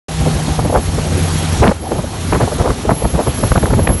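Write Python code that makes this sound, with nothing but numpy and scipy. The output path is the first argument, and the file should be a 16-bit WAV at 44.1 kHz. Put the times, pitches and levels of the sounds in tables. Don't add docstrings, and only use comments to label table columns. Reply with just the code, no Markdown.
import sys
import numpy as np
from scipy import signal
from scipy.fft import rfft, irfft
from scipy.io import wavfile
from scipy.ndimage import uniform_filter1d, minimum_filter1d, map_coordinates

SR = 44100
rng = np.random.default_rng(int(sys.argv[2]) if len(sys.argv) > 2 else 0)


def persist_wave(psi):
    counts = np.round(np.clip(psi, -1, 1) * 32767).astype(np.int16)
    wavfile.write(sys.argv[1], SR, np.atleast_2d(counts).T)


N = 176400

# centre t/s, duration/s, relative level/dB, nominal upper edge f/Hz
GUST_EVENTS = [(0.269, 0.012, -11, 770), (.295, 0.042, -17.5, 280), (0.594, 0.0089, -9, 900),
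               (0.652, 0.0091, -12.5, 790), (0.702, 0.005, -9, 690), (.73, 0.01, -12, 870),
               (0.761, 0.026, -5, 1040), (0.988, 0.0092, -11.5, 660), (1.18, .04, -16.5, 375),
               (1.251, 0.013, -19, 800), (1.639, 0.021, -3.5, 1320), (1.67, 0.0089, -6.5, 1440),
               (1.694, 0.0035, -8, 1300), (1.717, 0.0078, -7.5, 1380), (1.893, 0.0058, -18, 800),
               (1.922, 0.012, -9, 840), (1.991, 0.0097, -14.5, 910), (2.045, .011, -18.5, 790),
               (2.33, 0.0085, -5.5, 1670), (2.353, 0.016, -11.5, 1670), (2.413, 0.014, -7.5, 1230),
               (2.437, 0.018, -15.5, 1020), (2.479, 0.008, -13, 1040), (2.524, 0.012, -13, 1010),
               (2.607, 0.021, -12, 1190), (2.661, 0.026, -9.5, 1000), (2.703, 0.015, -11.5, 1270),
               (2.856, 0.012, -13, 785), (2.895, 0.0087, -3, 1140), (2.913, 0.011, -6.5, 1180),
               (3.025, 0.006, -12, 830), (3.052, 0.0085, -11, 1030), (3.151, 0.0125, -15, 1010),
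               (3.197, 0.024, -8.5, 950), (3.275, .011, -9, 900), (3.44, 0.011, -10, 1140),
               (3.521, 0.0047, -7.5, 1360), (3.56, 0.0083, -9.5, 1500), (3.579, 0.0061, -7, 1180),
               (3.637, 0.0099, -10, 980), (3.67, 0.019, -15, 850), (3.708, 0.0073, -14, 1200),
               (3.738, 0.007, -8.5, 1390), (3.795, 0.009, -6, 670), (3.874, 0.0049, -6, 1780),
               (3.893, 0.0038, -10.5, 1900), (3.903, 0.0046, -10, 1140), (3.924, 0.0068, -18, 1300)]
# centre t/s, duration/s, relative level/dB
THUMP_EVENTS = [(0.226, 0.041, -11.5), (0.278, 0.024, -13.5), (0.368, 0.031, -12), (0.603, 0.022, -11),
                (0.664, 0.03, -13), (0.771, 0.017, -9), (0.988, 0.032, -12.5), (1.202, 0.023, -17.5),
                (1.339, 0.037, -17.5), (1.635, 0.034, -4.5), (1.69, 0.02, -3.5), (1.991, 0.017, -13),
                (2.358, 0.038, -10), (2.432, 0.017, -6), (2.61, 0.016, -7.5), (2.702, 0.027, -9),
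                (2.912, 0.033, -8), (3.054, 0.011, -4.5), (3.155, 0.021, -8), (3.283, 0.016, -10),
                (3.384, .02, -16.5), (3.45, 0.029, -10), (3.522, 0.013, -4), (3.575, 0.021, -6.5),
                (3.638, 0.014, -11), (3.727, 0.029, -10), (3.791, 0.062, -8), (3.905, 0.02, -4)]
# centre t/s, envelope level/dB, f/Hz
POP_EVENTS = [(.701, -11, 590), (1.638, -7, 1900), (1.6794, 0.5, 2600), (1.6803, -2, 700),
              (1.7135, -10, 1190), (2.334, -6.5, 2020), (2.479, -11, 746), (2.678, -2, 900),
              (2.912, -10, 1600), (3.056, -6, 630), (3.438, -5, 1080), (3.5189, 1, 1090), (3.56, 0, 1220),
              (3.579, -9.5, 2470), (3.63, -8.5, 1400), (3.658, -3.5, 1290), (3.798, -13, 1400),
              (3.876, -8, 2600)]
# f/Hz, relative density level/dB
WIND_SPECTRUM = [(15, -44), (30, -38), (48, -5.5), (75, 4.5), (120, -8), (230, -7.5), (340, -14),
                 (520, -20.5), (750, -27), (1400, -41), (3000, -73)]
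SPRAY_SPECTRUM = [(200, -12), (600, 0), (1200, 3), (2000, -0.5), (3000, -1), (4400, -1.5), (4900, -5),
                  (5400, -2.5), (6800, -3.5), (7600, -7), (8400, -5), (9900, -6.5), (10450, -14.5),
                  (11100, -5.5), (11700, -28.5)]
WASH_SPECTRUM = [(100, -9.5), (300, -3.5), (500, -4.5), (800, -2), (1200, -15.5), (2000, -29), (4000, -53)]
# order, relative level/dB
FAR_PARTIALS = [(1, 2.5), (1.5, -14.5), (3, -19.5), (5, -14.5)]
NEAR_PARTIALS = [(1, 3.5), (3, -12.5)]
# t/s, relative level/dB
WIND_ENVELOPE = [(.1, -23), (.5, -22), (.8, -19.5), (1.6, -18.5), (1.72, -28.5), (1.82, -26), (1.96, -22.5),
                 (2.13, -27.5), (2.35, -17.5), (2.8, -22.5), (3.3, -21.5), (3.75, -21.5), (4, -18)]
SPRAY_ENVELOPE = [(.1, -30.5), (.16, -31), (.24, -28.5), (.5, -29), (.68, -32.5), (.95, -30.5),
                  (1.25, -27.5), (1.6, -26.5), (1.72, -34), (1.83, -39.5), (1.93, -34), (2.08, -34.5),
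                  (2.3, -30), (2.6, -31), (2.95, -34.5), (3.2, -32), (3.48, -30), (3.72, -33.5), (4, -34.5)]
FAR_ENVELOPE = [(.1, -28), (.17, -19.5), (.53, -19), (.7, -30.5), (1.06, -25.5), (1.18, -21.5), (1.52, -20),
                (1.8, -42), (2.252, -33.5), (4, -42)]
NEAR_ENVELOPE = [(.5, -34), (1, -18.5), (1.35, -18), (1.6, -21), (1.8, -36), (2.1, -40), (2.25, -19.5),
                 (2.6, -33.5), (4, -34)]
WHINE_ENVELOPE = [(.1, -41), (.3, -36.5), (.85, -35), (1.1, -38), (1.29, -31.5), (1.76, -40.5), (1.96, -35),
                  (2.08, -40.5), (2.3, -36), (2.88, -39), (2.98, -28), (3.18, -37), (3.32, -28),
                  (3.55, -31), (3.74, -34), (4, -24.5)]

FAR_FIRING_HZ, NEAR_FIRING_HZ = 156.5, 87.64
PORT_HZ, PORT_HALF_WIDTH_HZ, PORT_DB = 490, 230, 7.5


def gusts(gain_db=-3, churn_db=1.5, size=8192):
    out, hz = np.zeros(N), np.fft.rfftfreq(size, 1 / SR)
    resonance = amp(PORT_DB / (1 + ((hz - PORT_HZ) / PORT_HALF_WIDTH_HZ) ** 2))
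    for centre, length, db, edge_hz in GUST_EVENTS:
        grain, jitter = rng.standard_normal((2, size))
        shape = swell(length, size, rise=0.408)
        churn = amp(churn_db * unit(band(jitter, low_hz=82.5, high_hz=165, slope=1.27)))
        speed = (.7 + .3 * shape) * churn
        eddies = band(grain, low_hz=207, high_hz=edge_hz, slope=4.83)
        swept = map_coordinates(eddies, [np.cumsum(speed)], mode="grid-wrap")
        pressure = irfft(rfft(swept) * resonance) * churn
        add(out, centre, amp(db + gain_db) * burst(pressure, shape))
    return out


def thumps(gain_db=-1.5, size=16384):
    out = np.zeros(N)
    for centre, length, db in THUMP_EVENTS:
        pressure = band(rng.standard_normal(size), low_hz=46.5, high_hz=103, slope=1.7)
        add(out, centre, amp(db + gain_db) * burst(pressure, swell(length, size)))
    return out


def pops(half_width_cycles=0.55):
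    out, t = np.zeros(N), np.arange(-200, 201) / SR
    for centre, db, hz in POP_EVENTS:
        envelope = amp(db) * np.exp(-(hz * t / half_width_cycles) ** 2)
        add(out, centre, envelope * np.sin(2 * np.pi * hz * t))
    return out


def airflow(lumps_db=4):
    rumble = noise(WIND_SPECTRUM) * level(WIND_ENVELOPE)
    return rumble * unit(amp(lumps_db * drift(hz=31.8)))


def water(spray_db=2, flicker_db=.5, wash_db=-30):
    spray = noise(SPRAY_SPECTRUM, patch_db=1.1) * level(SPRAY_ENVELOPE)
    spray *= amp(spray_db + flicker_db * drift(hz=45))
    wash = amp(wash_db) * noise(WASH_SPECTRUM, patch_db=3.5)
    return spray + wash


def engine(firing_hz, partials, envelope, wander=0.0065, flutter_db=2.4):
    cycles = np.cumsum(firing_hz * (1 + wander * drift(hz=12.3))) / SR
    tones = np.zeros(N)
    for order, db in partials:
        gain = amp(db + flutter_db * drift(hz=32))
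        tones += gain * np.sin(2 * np.pi * (order * cycles + rng.random()))
    return unit(tones) * level(envelope)


def whine(high_hz=11153, wander_hz=8.9, flutter_db=2, faint_hz=3160, faint_db=-51):
    cycles = np.cumsum(high_hz + wander_hz * drift(hz=11.9)) / SR
    fuzz = 0.36 * (drift(hz=65.4) + 1j * drift(hz=65.4))
    tone = (np.exp(2j * np.pi * cycles) * (1 + fuzz)).real
    high = unit(tone * amp(flutter_db * drift(hz=23.2))) * level(WHINE_ENVELOPE)
    faint_cycles = np.cumsum(faint_hz * (1 + 0.00203 * drift(hz=10.6))) / SR
    return high + amp(faint_db) * unit(np.sin(2 * np.pi * faint_cycles))


def amp(db):
    return 10 ** (np.asarray(db) / 20)


def unit(x):
    return x / np.sqrt(np.mean(x ** 2) + 1e-20)


def level(points):
    return amp(np.interp(np.arange(N) / SR, *np.transpose(points)))


def add(mix, centre, sound):
    at = round(centre * SR) - len(sound) // 2 + np.arange(len(sound))
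    inside = (at >= 0) & (at < N)
    mix[at[inside]] += sound[inside]


def drift(hz):
    f = np.fft.rfftfreq(N, 1 / SR)
    return unit(irfft(rfft(rng.standard_normal(N)) / (1 + (f / hz) ** 4), N))


def noise(spectrum, patch_db=0):
    hz, _, white = signal.stft(rng.standard_normal(N), SR, nperseg=2048)
    f, db = np.transpose(spectrum)
    colour = amp(np.interp(np.log(hz + 1), np.log(f), db))
    coloured = signal.istft(white * colour[:, None], nperseg=2048)[1][:N]
    frames = signal.stft(coloured, nperseg=512)[2]
    patches = uniform_filter1d(rng.standard_normal(frames.shape), size=7, axis=0)
    patches = unit(uniform_filter1d(patches, size=8, axis=1))
    return unit(signal.istft(frames * amp(patch_db * patches), nperseg=512)[1][:N])


def band(x, low_hz, high_hz, slope):
    f = np.fft.rfftfreq(len(x), 1 / SR) + 1
    power_loss = (1 + (low_hz / f) ** 6) * (1 + (f / high_hz) ** (2 * slope))
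    return irfft(rfft(x) / np.sqrt(power_loss), len(x))


def swell(length, size, rise=0.61, skirt=1.842):
    t = (np.arange(size) - size // 2) / SR / length + .5 - rise
    return 2 ** (-.5 * abs(t / np.where(t < 0, rise, 1 - rise)) ** skirt)


def burst(x, shape):
    return unit(x * shape) * np.sqrt(np.mean(shape ** 2))


def scene():
    far = engine(FAR_FIRING_HZ, FAR_PARTIALS, FAR_ENVELOPE)
    near = engine(NEAR_FIRING_HZ, NEAR_PARTIALS, NEAR_ENVELOPE)
    wind = gusts() + thumps() + pops() + airflow()
    return (wind + water() + far + near + whine())[None]


def record(dry):
    start_s, fade_s, low_cut_hz, high_cut_hz = 0.083, .003, 31, 11750
    switch_on = np.clip((np.arange(N) / SR - start_s) / fade_s, 0, 1)
    x = signal.sosfiltfilt(signal.butter(4, low_cut_hz, "highpass", fs=SR, output="sos"), dry)
    gain = (1 + x ** 8) ** (-1 / 8)
    gain = uniform_filter1d(minimum_filter1d(gain, size=45), size=45)
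    low_pass = signal.firwin(511, high_cut_hz, window=("kaiser", 9), fs=SR)
    return signal.oaconvolve(switch_on * gain * x, low_pass[None], "same")


dry = scene()
out = record(dry)
persist_wave(out)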